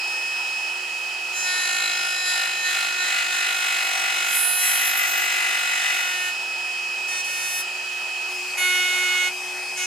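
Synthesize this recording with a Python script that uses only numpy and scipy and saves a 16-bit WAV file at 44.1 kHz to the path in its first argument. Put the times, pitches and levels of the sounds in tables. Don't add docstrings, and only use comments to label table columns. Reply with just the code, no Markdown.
import sys
import numpy as np
from scipy import signal
from scipy.fft import rfft, irfft, next_fast_len
from scipy.io import wavfile
from scipy.ndimage import uniform_filter1d

SR = 44100
rng = np.random.default_rng(int(sys.argv[2]) if len(sys.argv) > 2 else 0)


def to_wav(s):
    ch = np.atleast_2d(s).T
    pcm = np.round(np.clip(ch, -1, 1) * 32767)
    wavfile.write(sys.argv[1], SR, pcm.astype(np.int16))


N = 434805
BLADES = 7
MOVED = np.arange(N) > 8.29 * SR
MULTIPLES = [k for k in range(2, 43) if k not in (7, 14)]
# t/s, lowest ringing f/Hz, level/dB added to each tone, roughness/0-1
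SQUEAL = [(4.24, 8200, -26, 0.08), (4.3, 8200, -12, .3), (4.36, 8200, -1.5, 0.1), (4.6, 8200, -1.5, .02),
          (4.66, 7320, 1, 0.03), (4.8, 8800, -1, 0.24), (4.95, 11200, -4, 0.85), (5.1, 12200, 0, 0.7),
          (5.35, 13300, -12, 0.7), (5.5, 13870, -29, .5)]
# left-right/dB, left lead/rad
FIRST_PLACE = [(5, 1.2), (6, -0.5), (-2, -1.5), (-3.5, 1.4), (-0.5, 1.25), (4.5, 0), (1, 0.3), (0, 1.1),
               (1, 0.2), (-4, 0), (22, 2.5), (-10, -7), (6, 3), (-15, 5), (-17, 2.5), (11, -6.5), (-6, 1.5),
               (1, -1), (7, 1.7), (-6, -6), (14, 0.8), (10, -3), (-14, 6.5), (2, 0), (4, -1.5), (2, 1),
               (-3, 0.06), (6, -6), (10, 6), (-1, -13), (6, 10), (2, -7), (1, 0), (3, 0.3), (5, -2), (4, 1),
               (7, 3.5), (5, 0.0), (5, 1)]
# start/s, length/s, build-up/s, tone surge/dB, low overtones/dB,
# high overtones/dB, chatter/dB, chips/dB and post ring/dB at start, at end (chips and ring before trims)
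PUSHES = [(1.455, 0.61, .17, 4, 0, -2.5, -0.5, -33, -54, -47),
          (2.26, 0.17, 0.092, 8, -2.5, -4, 2, -30.5, -39, -37),
          (2.642, 0.19, 0.09, 8.5, -3.5, -6.5, 2, -28, -31, -34),
          (2.985, .22, 0.11, 6.5, -1, -6, 2.5, -28.5, -35, -29),
          (3.31, 0.23, 0.045, 3.5, 1.5, -2.5, 0, -29.5, -32, -35),
          (3.574, 0.8, 0.072, 2.5, .5, -2, 1, -28.5, -28.5, -34),
          (4.585, 1.36, 0.1, 4, 0.5, -1, -0.5, -28.5, -29.5, -27)]


def amp(db):
    return 10 ** (np.asarray(db) / 20)


def unit(x):
    return x / np.sqrt(np.mean(np.abs(x) ** 2) + 1e-20)


def along(points, hz):
    f, v = np.transpose(points)
    return np.interp(np.log(hz + 1), np.log(f + 1), v)


def curves(rows, part=slice(None)):
    s, *cols = np.transpose(rows)
    return [np.interp(np.arange(N)[part] / SR, s, c) for c in cols]


def span(rows):
    return slice(int(rows[0][0] * SR), int(rows[-1][0] * SR))


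def wobble(rate, size=N):
    knots = rng.standard_normal(int(N * rate / SR) + 4)
    return np.interp(np.arange(size) * rate / SR, np.arange(len(knots)), knots)


def filtered(x, response):
    m = next_fast_len(N + 8192)
    return irfft(rfft(x, m) * response(np.fft.rfftfreq(m, 1 / SR)), m)[..., :N]


def rush(spectrum, alike, patchy_db):
    z = signal.stft(rng.standard_normal((2, N)), nperseg=512)[2]
    field = rng.standard_normal(z.shape[1:])
    field = uniform_filter1d(uniform_filter1d(field, size=6, axis=0), size=12, axis=1)
    pair = signal.istft(z * amp(patchy_db * unit(field)), nperseg=512)[1][:, :N]

    def mid_side(hz):
        turn = np.arccos(np.clip(along(alike, hz), -1, 1)) / 2
        return amp(along(spectrum, hz)) * [np.cos(turn), np.sin(turn)]

    mid, side = filtered(pair, mid_side)
    return unit(np.array([mid + side, mid - side]))


def placed(tone, pan_db, lead):
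    left = 2 / np.sqrt(1 + amp(-2 * pan_db)) * (tone * np.exp(1j * lead)).real
    return np.array([left, 2 / np.sqrt(1 + amp(2 * pan_db)) * tone.real])


def overtone(angle, multiple, waver_db, drift):
    size = len(angle)
    wander = np.log(amp(waver_db)) * wobble(9, size) + 1j * drift * wobble(16, size)
    phase = multiple * angle + rng.uniform(0, 2 * np.pi)
    return np.exp(1j * phase + wander * (1 + multiple / 30))


def fan_whine(angle):
    # t/s, whine level/dB, whine left-right/dB, octave level/dB (levels before small trims)
    whine_course = [(0, -27, -4.5, -36.5), (.7, -27.5, -7, -40.5), (.78, -30.5, -9, -46.5),
                    (1.3, -29.5, -6.5, -46), (1.45, -29, -3.5, -35), (1.8, -29.5, -2.5, -48),
                    (2.0, -29, -3, -35.5), (2.4, -30, -2, -36), (2.65, -29, -3.5, -44.5),
                    (6.5, -28.5, -5, -42.5), (7.1, -28, -6, -44.5), (7.6, -30, -4, -38),
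                    (7.7, -31.5, -6, -48.5), (8.25, -28.5, -4.5, -48.5), (8.32, -31, -1, -42),
                    (9, -33, 4, -50.5), (9.86, -32.5, 1, -40.5)]
    whine_db, pan_db, octave_db = curves(whine_course)
    flutter = amp(0.32 * wobble(45)) * np.exp(.15j * wobble(40))
    whine = flutter * np.exp(1j * BLADES * angle)
    octave = flutter * np.exp(2j * BLADES * angle)
    out = amp(whine_db - 0.4) * placed(whine, pan_db, np.where(MOVED, .3, .25))
    return out + amp(octave_db + 0.3) * placed(octave, np.where(MOVED, 1.5, 8), 0.25)


def deep_pass(angle):
    pass_times = [(1.3,), (6.5,)]
    # t/s, f/Hz
    beat_course = [(1.4, 52.4), (2.3, 51.23), (3.5, 49.13), (6.4, 48.53)]
    part = span(pass_times)
    turn, out, rasp = angle[part], np.zeros((2, N)), np.zeros(N)
    low_db, high_db, chatter_db, chips_db, ring_db = feed(part)
    beat_hz = curves(beat_course, part)[0] + 1.216 * wobble(6, len(turn))
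    beat = np.exp(2j * np.pi * np.cumsum(beat_hz) / SR)
    out[:, part] += chattering_flutes(turn, part, beat, low_db, high_db, chatter_db)
    out[:, part] += side_tone_and_post_ring(turn, part, beat, ring_db)
    rasp[part] = amp(chips_db - 2.5) * (1 + 0.086 * amp(chatter_db) * beat.real)
    return out + chips(angle, rasp, patchy_db=1.2)


def chattering_flutes(turn, part, beat, low_db, high_db, chatter_db):
    # level/dB entering, level/dB further on
    tone_levels = [(-57, -49), (-55.5, -48), (-37, -36), (-32, -42), (-45, -41), (-50, -39.5), (-47, -46.5),
                   (-46, -43), (-36, -47), (-43.5, -54.5), (-42, -62), (-50, -76), (-41, -40.5), (-51, -55),
                   (-39.5, -45.5), (-43, -52), (-38.5, -42.5), (-42, -60), (-55, -40.5), (-55, -63),
                   (-52, -46.5), (-61, -70), (-80, -49), (-55, -61), (-44.5, -48), (-47, -69),
                   (-48.5, -49.0), (-55, -61), (-61, -49), (-68, -70), (-65, -66), (-59, -72), (-56, -49),
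                   (-69.0, -68.0), (-64.0, -66), (-64.0, -67.0), (-57, -64), (-71, -72.0), (-63.0, -64)]
    # lower level/dB, upper level/dB
    side_levels = [(-47.5, -42.5), (-58, -53.5), (-36, -56), (-44.5, -71), (-40, -40.0), (-58.5, -65),
                   (-37.5, -52), (-53, -47), (-46, -55), (-46.5, -43.5), (-50, -68), (-58, -60),
                   (-49.5, -60.5), (-60, -78), (-65, -54), (-57, -55), (-62, -71), (-68, -55), (-45.5, -45),
                   (-82, -81), (-59, -66)]
    # t/s, depth/0 entering to 1 further on
    depth_course = [(2.6, 0.026), (3.74, 0.68)]
    # start t/s, end t/s
    thin_times = (5.68, 6.36)
    thin_changes = [1, -5, -1, 6.5, 4, 9, -2, 3.5, -6, 3]
    # t/s, share/0-1
    ease_course = [(4.36, 0), (4.45, 0.95), (4.72, 0.82), (4.85, 0)]
    ease_changes = [2, 0, 1.5, 0, -1, -1, 5, 0.5, 5.5, 4]

    t = np.arange(N)[part] / SR
    depth = np.clip(curves(depth_course, part)[0], 0, 1)
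    thin, ease = np.interp(t, thin_times, (0, 1)), curves(ease_course, part)[0]
    dull = amp(-4.5 * np.clip(t - 3.8, 0, None))
    tones, follow_tone = {}, {}
    for k, (early, late) in zip(MULTIPLES, tone_levels):
        tones[k] = amp(early + depth * (late - early) + (low_db if k < 16 else high_db))
        if k <= 22:
            follow_tone[k] = amp(0.41 * (0.87 - depth) * (early - late))
    for k, thin_db, ease_db in zip(MULTIPLES, thin_changes, ease_changes):
        tones[k] = tones[k] * amp(thin_db * thin + ease_db * ease)

    sides = dict(enumerate(amp(side_levels), 2))
    places = dict(zip(MULTIPLES, FIRST_PLACE))
    out = np.zeros((2, len(turn)))
    for multiple in range(2, 43):
        gain = tones.get(multiple, 0)
        under, over = sides.get(multiple, (0.45 * gain, 0.23 * gain))
        sway = beat * np.exp(1j * rng.normal(0, 1.8 if multiple < 8.5 else .35))
        side_gain = amp(chatter_db) * follow_tone.get(multiple, 1)
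        if 10 < multiple < 16:
            side_gain = side_gain * dull
        pulse = gain + side_gain * (under / sway + over * sway)
        tone = overtone(turn, multiple, waver_db=1.66, drift=0.39)
        out += placed(tone * pulse, *places.get(multiple, (-1.5, .4)))
    return out


def side_tone_and_post_ring(turn, part, beat, ring_db):
    ring_tones = (1965, 1987)
    # shaft multiples, beats, level/dB
    ring_sides = [(-3, 0, -23), (-2, -1, -10.5), (-1, 1, -7.5), (0, 1, 1), (1, 0, -5), (2, 1, -3),
                  (3, 0, -22), (6, 1, -21)]
    t, size = np.arange(N)[part] / SR, len(turn)
    side_tone, ring = (amp(3.6 * wobble(22.13, size)) * np.exp(2j * np.pi * hz * t + .6j * wobble(25, size))
                       for hz in ring_tones)
    shifted = 1
    for multiple, beats, db in ring_sides:
        shifted = shifted + amp(db) * np.exp(1j * round(multiple) * turn) * beat ** round(beats)
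    return amp(ring_db - 7) * placed(1.02 * side_tone + ring * shifted, 3.3, 1.54)


def feed(part):
    enter_s, leave_s = 1.37, 6.29
    enter_db_per_s, leave_db_per_s = 250, 231
    graze_db = -5
    # delay as share of the build-up, rise dB/s, fall dB/s
    chatter_law, chips_law, ring_law = (1.2, 190, 65), (0.65, 160, 44), (0.69, 200, 67)

    t = np.arange(N)[part] / SR
    start, length, build, surge, low, high, chatter, chips_db, ring, ring_end = np.transpose(PUSHES)
    push = np.clip(np.searchsorted(start, t) - 1, 0, None)
    since = np.clip(t - start[push], 0, None)
    edge = enter_db_per_s * np.clip(enter_s - t, 0, None) + leave_db_per_s * np.clip(t - leave_s, 0, None)
    jump = surge[push] * np.exp(-(since / (1.5 * build[push])) ** 2)
    low_db = np.where(t < start[0], graze_db, low[push] + jump)
    lift = 3.5 * amp(curves(SQUEAL, part)[1])
    high_db = high[push] + 0.83 * jump + lift

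    def smooth(db):
        return uniform_filter1d(db, size=1800) - edge

    return (smooth(low_db), smooth(high_db), follow(t, chatter_law, chatter, chatter),
            follow(t, chips_law, chips_db, chips_db), follow(t, ring_law, ring, ring_end))


def follow(t, law, first, last):
    delay, rise, fall = law
    start, length, build = np.transpose(PUSHES)[:3, :, None]
    hold = first[:, None] + (last - first)[:, None] * np.clip((t - start) / length, 0, 1)
    before = np.clip(start + delay * build - t, 0, None)
    after = np.clip(t - start - length, 0, None)
    return np.max(hold - rise * before - fall * after, axis=0)


def squeal(angle):
    # level/dB, left-right/dB, left lead/rad
    squeal_tones = [(-47, 5, 0.91), (-33, -5, .5), (-37, 0, 0.42), (-28, -4, 2.3), (-28, -23, .5),
                    (-31.5, 18, 0.65), (-33, -8, .5), (-36, 5, .5), (-37, 7, .5), (-39, 5, .5),
                    (-45, 5, .5), (-52, 6, .5)]
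    part, out = span(SQUEAL), np.zeros((2, N))
    turn = angle[part]
    size = len(turn)
    low_hz, level_db, rough = curves(SQUEAL, part)
    stutter = amp(rough * 4.4 * wobble(70.4, size))
    for multiple, (db, pan_db, lead) in zip(range(20, 43, 2), squeal_tones):
        fuzz = wobble(450, size) + 1j * wobble(450, size)
        low_cut = 1 + (low_hz / (364 * multiple)) ** 14
        gain = amp(db + level_db) * stutter * (1 + rough * fuzz) / low_cut
        with_odd = 1 + amp(-15) * np.exp(1j * turn)
        pair = overtone(turn, multiple, waver_db=1.7, drift=.05) * with_odd
        out[:, part] += placed(gain * pair, pan_db, lead)
    return out


def light_passes(angle):
    # start/s, length/s, then level/dB at start, at end of low, high and highest overtones
    skims = [(.05, 0.74, -4.5, -15, -10, -21, -14, -21), (7.06, 0.15, 5, 3, -2.5, 0.5, -5, -5),
             (7.22, .39, 3, 3.5, -2, 0, -2, 6.5)]
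    skim_levels = [(-63), (-58), (-49.5), (-40), (-47.5), (-48), (-55), (-48), (-58), (-48.5), (-55), (-56),
                   (-38.5), (-47), (-41.5), (-50), (-43), (-43.5), (-42), (-50), (-45), (-58.0), (-48),
                   (-58.0), (-49), (-42.5), (-46), (-62), (-53), (-59), (-61), (-51), (-57), (-57), (-59),
                   (-65), (-61.0), (-69.0), (-69.0)]
    tones = [(db, *place) for db, place in zip(skim_levels, FIRST_PLACE)]
    return sum(clean_cut(angle, contact(*row), tones) for row in skims)


def second_place_cuts(angle):
    side_cuts = [(8.555, 0.727, 1, -0.5, 0.64, -2.5, 4, -10.5, -38, -30.5),
                 (9.75, .1, -4.5, -9, 1, 4, -6, -14, -36, -34)]
    # level/dB, left-right/dB, left lead/rad
    side_tones = [(-45.5, 19, 2.4), (-44.5, 0, -0.8), (-32, 4, 0.1), (-35.5, 0, -2.5), (-24, -6.5, 0.3),
                  (-28, -4.5, 0.54), (-40, 1, 0.5), (-37, 2.5, -1), (-47, 2, 1.5), (-41, 8, -0.5),
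                  (-62, -7, 3), (-42, 0, 8.7), (-40, 6, -2), (-44, 0, 1), (-41.5, -7, -5.5), (-44, 4, 1),
                  (-39.5, 2, -5), (-52, 7, 8), (-52, 0, -13), (-63, 1, 2), (-44.5, 0, 1.5), (-61, 4, 5),
                  (-53, 3, 1), (-57.0, -5, -13), (-44, 8, -4), (-42, -3, -6.5), (-44, 8, -1.5),
                  (-45, -5, -6), (-51, -2, -1.5), (-50, 3, 6), (-60, 8, 14), (-61.0, 2, -4), (-60, 2, 2),
                  (-63.0, 1, -3.0), (-57, 2, 1.2), (-65.0, 2, 0.1), (-62, 0, -4), (-70.0, 2, 2.4),
                  (-53, 5, 3.5)]
    cuts = [contact(*row) for row in side_cuts]
    out = sum(clean_cut(angle, rows, side_tones) for rows in cuts)
    chips_db = curves(cuts[0] + cuts[1])[3]
    return out + chips(angle, amp(chips_db - 2.5), patchy_db=1.5)


def clean_cut(angle, rows, tones):
    part, out = span(rows), np.zeros((2, N))
    low_db, high_db, top_db = curves(rows, part)[:3]
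    for multiple, (db, pan_db, lead) in zip(MULTIPLES, tones):
        band_db = low_db if multiple < 16 else high_db if multiple < 27 else top_db
        tone = overtone(angle[part], multiple, waver_db=1.4, drift=0.13)
        out[:, part] += amp(db + band_db) * placed(tone, pan_db, lead)
    return out


def contact(start, length, *levels):
    touch_s, settle_s, clear_s = 0.026, 0.043, 0.06
    off_db = 37
    first, last = np.array(levels[::2]), np.array(levels[1::2])
    touch = [first[0] - 8, *first[1:]]
    return [(start, *first - off_db), (start + touch_s, *touch), (start + touch_s + settle_s, *first),
            (start + length, *last), (start + length + clear_s, *last - off_db)]


def chips(angle, gain, patchy_db):
    # f/Hz, level/dB per Hz
    chip_colour = [(350, -59), (600, -38), (727, -15), (1010, -23), (1420, -9.5), (2390, -9), (2590, -8.5),
                   (3100, -9), (4120, -12), (5500, -18.5), (7430, -14), (15800, -31.5)]
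    # f/Hz, left-right likeness/0-1
    chip_alike = [(500, 0.63), (2000, 0.59), (6000, 0.65), (15000, .4)]
    bite = (1 + .5 * np.cos(2 * angle)) * gain
    return filtered(bite * rush(chip_colour, chip_alike, patchy_db),
                    lambda hz: 1 / (1 + (450 / (hz + 1)) ** 6))


def unbalance_and_fan_tones(angle):
    tone_multiples = (1, 2, 21, 28)
    # level/dB, left-right/dB, left lead/rad; then the same three at the second place
    tone_places = [(-56, 3.5, 0.13, -47, 1.5, .1), (-54.5, -11, 0.091, -65, 7.9, .3),
                   (-56.5, -2, 0.25, -51.5, 2, .3), (-62.5, 1, .3, -65, 3, .3)]
    out = np.zeros((2, N))
    for multiple, place in zip(tone_multiples, tone_places):
        db, pan, lead = np.where(MOVED, np.reshape(place[3:], (-1, 1)), np.reshape(place[:3], (-1, 1)))
        out += amp(db) * placed(overtone(angle, multiple, waver_db=2.0, drift=0.39), pan, lead)
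    return out


def cooling_air():
    # t/s, level/dB before each place's lift
    air_course = [(0.03, -43), (1.23, -44.5), (1.55, -43.5), (7.59, -44), (9.83, -44.5)]
    # f/Hz, level/dB per Hz
    first_colour = [(200, -42), (330, -11.5), (600, -8), (780, -0.5), (950, -0.5), (1100, -9.5),
                    (1300, -0.5), (1650, -5.5), (1800, 0.5), (2200, -7), (2450, 7), (2750, 2), (3150, 3.5),
                    (3400, -8.5), (4150, -6.5), (4400, -3), (5100, -2.5), (5300, -7), (7900, -8),
                    (8300, -12.5), (11000, -17), (15800, -30.5)]
    # f/Hz, level/dB per Hz
    second_colour = [(200, -40), (330, -14), (600, -10), (780, 1.5), (1050, -6.5), (1600, -5.5),
                     (1800, -3.5), (2250, -2), (2450, 7), (2750, -2.5), (3150, 0.5), (3400, -9.5),
                     (4100, -10), (4350, -4), (5100, -2), (5300, -16), (5700, -6.5), (7900, -9),
                     (8500, -9.5), (11000, -15.5), (15800, -28)]
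    # f/Hz, left-right likeness/0-1
    air_alike = [(60, 0.99), (180, 0.69), (550, 0.93), (1650, 0.6), (4970, 0.4), (15000, 0.13)]
    # f/Hz, left-right/dB
    air_balance = [(60, 2), (180, 0), (550, 0.0), (1650, 1.5), (4970, 0), (15000, 1.5)]
    first = rush(first_colour, air_alike, patchy_db=1.1)
    first = filtered(first, lambda hz: amp(np.outer([.5, -.5], along(air_balance, hz))))
    second = rush(second_colour, air_alike, patchy_db=2.0)
    air = np.where(MOVED, amp(11.5) * second, amp(11.0) * first)
    return amp(curves(air_course)[0]) * air


def frame_rumble():
    # f/Hz, level/dB per Hz
    rumble_colour = [(20, -13), (110, -13.5), (150, -2), (190, 1.5), (230, -2), (300, -3), (340, -30.5)]
    return amp(-65.0) * rush(rumble_colour, [(30, 0.89), (200, 1.0)], patchy_db=1.0)


def scene():
    # t/s, f/Hz
    blade_rate = [(0, 2555), (1.35, 2555), (1.7, 2550), (2.5, 2550), (3.1, 2546), (4.3, 2546), (4.45, 2549),
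                  (4.65, 2547), (5.9, 2546), (6.3, 2549), (6.6, 2551), (8.55, 2550), (8.7, 2547),
                  (9.28, 2547), (9.4, 2551), (9.86, 2550)]
    angle = 2 * np.pi * np.cumsum(curves(blade_rate)[0]) / BLADES / SR
    out = fan_whine(angle) + deep_pass(angle) + squeal(angle)
    out += light_passes(angle) + second_place_cuts(angle)
    return out + unbalance_and_fan_tones(angle) + cooling_air() + frame_rumble()


def record(dry):
    return filtered(dry, lambda hz: hz < 15850)


dry = scene()
out = record(dry)
to_wav(out)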